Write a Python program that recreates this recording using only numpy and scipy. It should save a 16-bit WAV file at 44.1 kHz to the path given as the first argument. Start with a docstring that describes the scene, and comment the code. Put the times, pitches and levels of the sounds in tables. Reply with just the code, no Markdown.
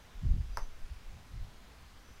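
"""A putt in a mini golf tunnel

A putter taps a golf ball once, a few metres from a microphone inside a wooden mini golf tunnel.
The plank walls throw the click back and ring briefly. Puffs of wind buffet the microphone
over a steady outdoor hush, and a far bird gives a few thin, high whistles."""
import sys
import numpy as np
from scipy import signal
from scipy.fft import rfft, irfft
from scipy.io import wavfile
from scipy.ndimage import uniform_filter1d

SR = 44100
rng = np.random.default_rng(int(sys.argv[2]) if len(sys.argv) > 2 else 0)


def waveform_to_disk(signal):
    """Save audio, clipped to [-1, 1], as 16-bit WAV at the path in sys.argv[1]."""
    frames = np.transpose(np.atleast_2d(signal))
    scaled = np.clip(frames, -1, 1) * 32767
    samples = np.round(scaled).astype(np.int16)
    wavfile.write(sys.argv[1], SR, samples)


N = 97020
PUTT_S = 0.5719  # when the club meets the ball


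def amp(db):
    """Turns decibels into a number to multiply a sound by."""
    return 10 ** (np.asarray(db) / 20)


def unit(x):
    """Scales a signal to an average size (rms) of one."""
    return x / np.sqrt(np.mean(x ** 2) + 1e-20)


def read(points, hz):
    """Reads between the rows of a table, giving each octave about the same room."""
    f, value = np.transpose(points)
    return np.interp(np.log(hz + 1), np.log(f + 1), value)


def add(mix, start_s, sound):
    """Mixes a sound in at a given time."""
    part = mix[max(round(start_s * SR), 0):][:len(sound)]
    part += sound[:len(part)]


def noise(gain):
    """Noise whose balance of low and high follows gain(frequency)."""
    return unit(irfft(rfft(rng.standard_normal(N)) * gain(np.fft.rfftfreq(N, 1 / SR)), N))


def fade(t, fade_s):
    """A vibration dying away: it drops by 60 dB in one fade time."""
    return np.exp(-np.log(1000) * t / fade_s)


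def filtered(sound, kind, hz):
    """Keeps the part of a sound below one frequency (lowpass) or between two (bandpass)."""
    return signal.sosfilt(signal.butter(2, hz, kind, fs=SR, output="sos"), sound)


def ring(tones, rise_s):
    """A struck object rings with its own few tones, which build up quickly and die away."""
    t = np.arange(SR // 3) / SR
    onset = np.sin(np.pi / 2 * np.minimum(t / rise_s, 1)) ** 2
    return onset * sum(amp(db) * fade(t, fade_s) * np.sin(2 * np.pi * hz * t) for hz, db, fade_s in tones)


def hush(hiss_db=-60, rumble_db=-54.5, patch_db=0.96, swell_db=0.07):
    """Distant leaves and traffic: a soft hiss with drifting patches over a low rumble."""
    # tone of the hiss: (frequency [Hz], relative level [dB])
    hiss_shape = [(150, -2.5), (250, -0.5), (268, -4), (420, -4.5), (525, -6.5), (852, -4), (929, -6.5),
                  (1010, -4.5), (1200, -6.5), (1480, -7), (4000, -12.5), (5900, -15.5), (7800, -20.5),
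                  (15500, -27.5)]
    # tone of the rumble: (frequency [Hz], relative level [dB])
    rumble_shape = [(10, 6), (30, -1), (58, 2), (85, -5), (130, -14), (200, -15.5), (300, -26), (600, -66),
                    (2000, -107)]
    hiss = noise(lambda f: amp(read(hiss_shape, f)))
    bands = signal.stft(hiss, nperseg=1024)[2]  # rows are frequencies, columns are moments
    patches = uniform_filter1d(rng.standard_normal(bands.shape), 14, axis=0)
    patches = unit(uniform_filter1d(patches, 14, axis=1))
    swell = unit(uniform_filter1d(rng.standard_normal(bands.shape[1]), 28))
    hiss = signal.istft(bands * amp(patch_db * patches + swell_db * swell), nperseg=1024)[1][:N]
    rumble = noise(lambda f: amp(read(rumble_shape, f)))
    return amp(hiss_db) * unit(hiss) + amp(rumble_db) * rumble


def bird(waver_hz=14, flutter_db=2.8, taper=2.1):
    """A far bird's thin, fluttering whistles swell and fade, each gliding up to a note that then drifts."""
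    # (start [s], length [s], first pitch [Hz], held pitch [Hz], glide [s], drift [Hz/s], level [dB])
    whistles = [(0.484, 0.19, 4690, 4860, .08, -1300, -64), (0.489, 0.22, 5800, 6070, .095, 156, -61.5),
                (1.93, 0.37, 5780, 6040, 0.2, 898, -70.5)]
    out = np.zeros(N)
    for start, length, start_hz, held_hz, glide, drift, db in whistles:
        t = np.arange(0, length, 1 / SR)
        waver = unit(uniform_filter1d(rng.standard_normal(N), 300))
        hz = held_hz + (start_hz - held_hz) * np.cos(np.pi / 2 * np.minimum(t / glide, 1)) ** 2
        hz += drift * np.maximum(t - glide, 0) + waver_hz * waver[:len(t)]
        swell = abs(np.sin(np.pi * t / length)) ** taper
        level = amp(db + flutter_db * waver[-len(t):]) * swell
        add(out, start, level * np.sin(2 * np.pi * np.cumsum(hz) / SR))
    return out


def wind(steepness=8.8):
    """Swirling air hits the microphone in short, low puffs that swell and fall."""
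    # puffs: (peak time [s], rise [s], fall [s], peak level [dB], upper edge of the sound [Hz])
    gusts = [(.17, 0.012, 0.037, -40, 29), (0.262, 0.019, 0.033, -33.5, 149.5),
             (0.294, 0.021, 0.038, -23, 60), (0.354, 0.041, 0.032, -38, 187),
             (0.389, 0.025, 0.026, -31, 76), (0.45, 0.022, 0.044, -41, 72.5),
             (0.551, 0.034, 0.037, -36, 35), (0.627, 0.018, 0.024, -31.5, 33.7),
             (.735, 0.053, 0.033, -40.5, 21), (0.836, 0.019, 0.02, -34.5, 25.5),
             (.917, 0.012, 0.015, -38.5, 88.5), (.955, 0.018, 0.022, -46, 59),
             (1.087, 0.026, 0.021, -40.5, 41), (1.145, 0.02, 0.05, -49, 118),
             (1.333, 0.016, 0.067, -46.5, 130), (1.378, 0.029, 0.019, -40.5, 53),
             (1.419, 0.014, 0.012, -33.5, 55), (1.46, 0.038, 0.025, -52, 128)]
    out = np.zeros(N)
    for peak, rise, fall, db, top_hz in gusts:
        t = np.arange(N) / SR - peak
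        swell = np.exp(-(t / np.where(t < 0, rise, fall)) ** 2 / 2)
        low_hz = max(4, 0.19 * top_hz)
        swirl = noise(lambda f: f ** 2 / (f ** 2 + low_hz ** 2) / np.sqrt(1 + (f / top_hz) ** steepness))
        puff = swell * swirl
        out += amp(db) * puff * np.linalg.norm(swell) / np.linalg.norm(puff)
    return out


def tunnel(level_db=-47.5, delay_s=0.0055, rise_s=0.0038):
    """The putt bounces between the plank walls and blurs into a tail, each band fading at its own speed."""
    # tone of the tunnel's ring: (frequency [Hz], relative level [dB])
    tail_shape = [(100, 1.5), (280, -19), (450, -5.5), (750, 0.5), (1100, 1), (1500, -10), (2000, -13),
                  (2700, -23), (4000, -30.5), (5200, -15.5), (6000, -21), (7200, -31), (11000, -30),
                  (16000, -43)]
    # how long the tunnel rings: (frequency [Hz], fade time [s])
    fade_times = [(300, 0.2), (550, 0.12), (850, 0.17), (2000, 0.2), (5500, 0.16), (12000, .22)]
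    hz, t, bands = signal.stft(noise(lambda f: amp(read(tail_shape, f))), SR, nperseg=256)
    bands *= fade(t, read(fade_times, hz)[:, None])
    tail = signal.istft(bands, SR, nperseg=256)[1][:SR // 2]
    tail *= np.minimum(np.arange(len(tail)) / SR / rise_s, 1)
    tail /= np.std(tail[:SR // 20])  # the first 50 ms set the level
    out = np.zeros(N)
    add(out, PUTT_S + delay_s, amp(level_db) * tail)
    return out


def putt(crack_band_hz=(6540, 12800), knock_band_hz=(430, 2080), echo_top_hz=2440):
    """Club meets ball with a sharp crack, a bright click and a hollow knock; nearby boards answer."""
    # hard contact of ball and club face: (pitch [Hz], relative level [dB], fade time [s])
    click_tones = [(5230, -37, 0.00093), (5300, -23.5, 0.0035)]
    # hollow knock of the club head: (pitch [Hz], level before filtering [dB], fade time [s])
    knock_tones = [(635, -40.5, 0.025), (1025, -24, 0.017), (1335, -22.5, 0.0081), (1540, -46.5, 0.031)]
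    # short hollow note of the nearest planks: (pitch [Hz], relative level [dB], fade time [s])
    plank_tones = [(466, -47.5, 0.087), (569, -44, 0.067), (670, -40, 0.056)]
    # first echoes from kerbs and walls: (delay [s], level against the dulled hit [dB])
    echoes = [(.0022, -11), (.0031, -15), (.0068, -17), (.0094, -15), (0.0218, -23)]
    hit = ring(click_tones, rise_s=0.00049)
    t = np.arange(len(hit)) / SR
    crack = amp(-48.5) * fade(t, fade_s=0.032) * rng.standard_normal(len(t))
    add(crack, 0.0005, amp([-23.4]))  # a single spike gives the snap
    hit += filtered(crack, "bandpass", crack_band_hz)
    knock = ring(knock_tones, rise_s=0.00046)
    add(hit, 0.0003, filtered(knock, "bandpass", knock_band_hz))
    out = np.zeros(N)
    add(out, PUTT_S, hit)
    add(out, PUTT_S + 0.002, ring(plank_tones, rise_s=0.011))
    dull_hit = filtered(hit, "lowpass", echo_top_hz)
    for delay, db in echoes:
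        add(out, PUTT_S + delay, amp(db) * dull_hit)
    return out


def scene():
    """All the sounds meet at one microphone."""
    return (putt() + tunnel() + hush() + bird() + wind())[None]


def record(dry):
    """The recorder cuts off the very highest treble."""
    top_hz = 15900
    lowpass = signal.firwin(255, top_hz, window=("kaiser", 9), fs=SR)
    return signal.oaconvolve(dry, lowpass[None], "same")


dry = scene()
out = record(dry)
waveform_to_disk(out)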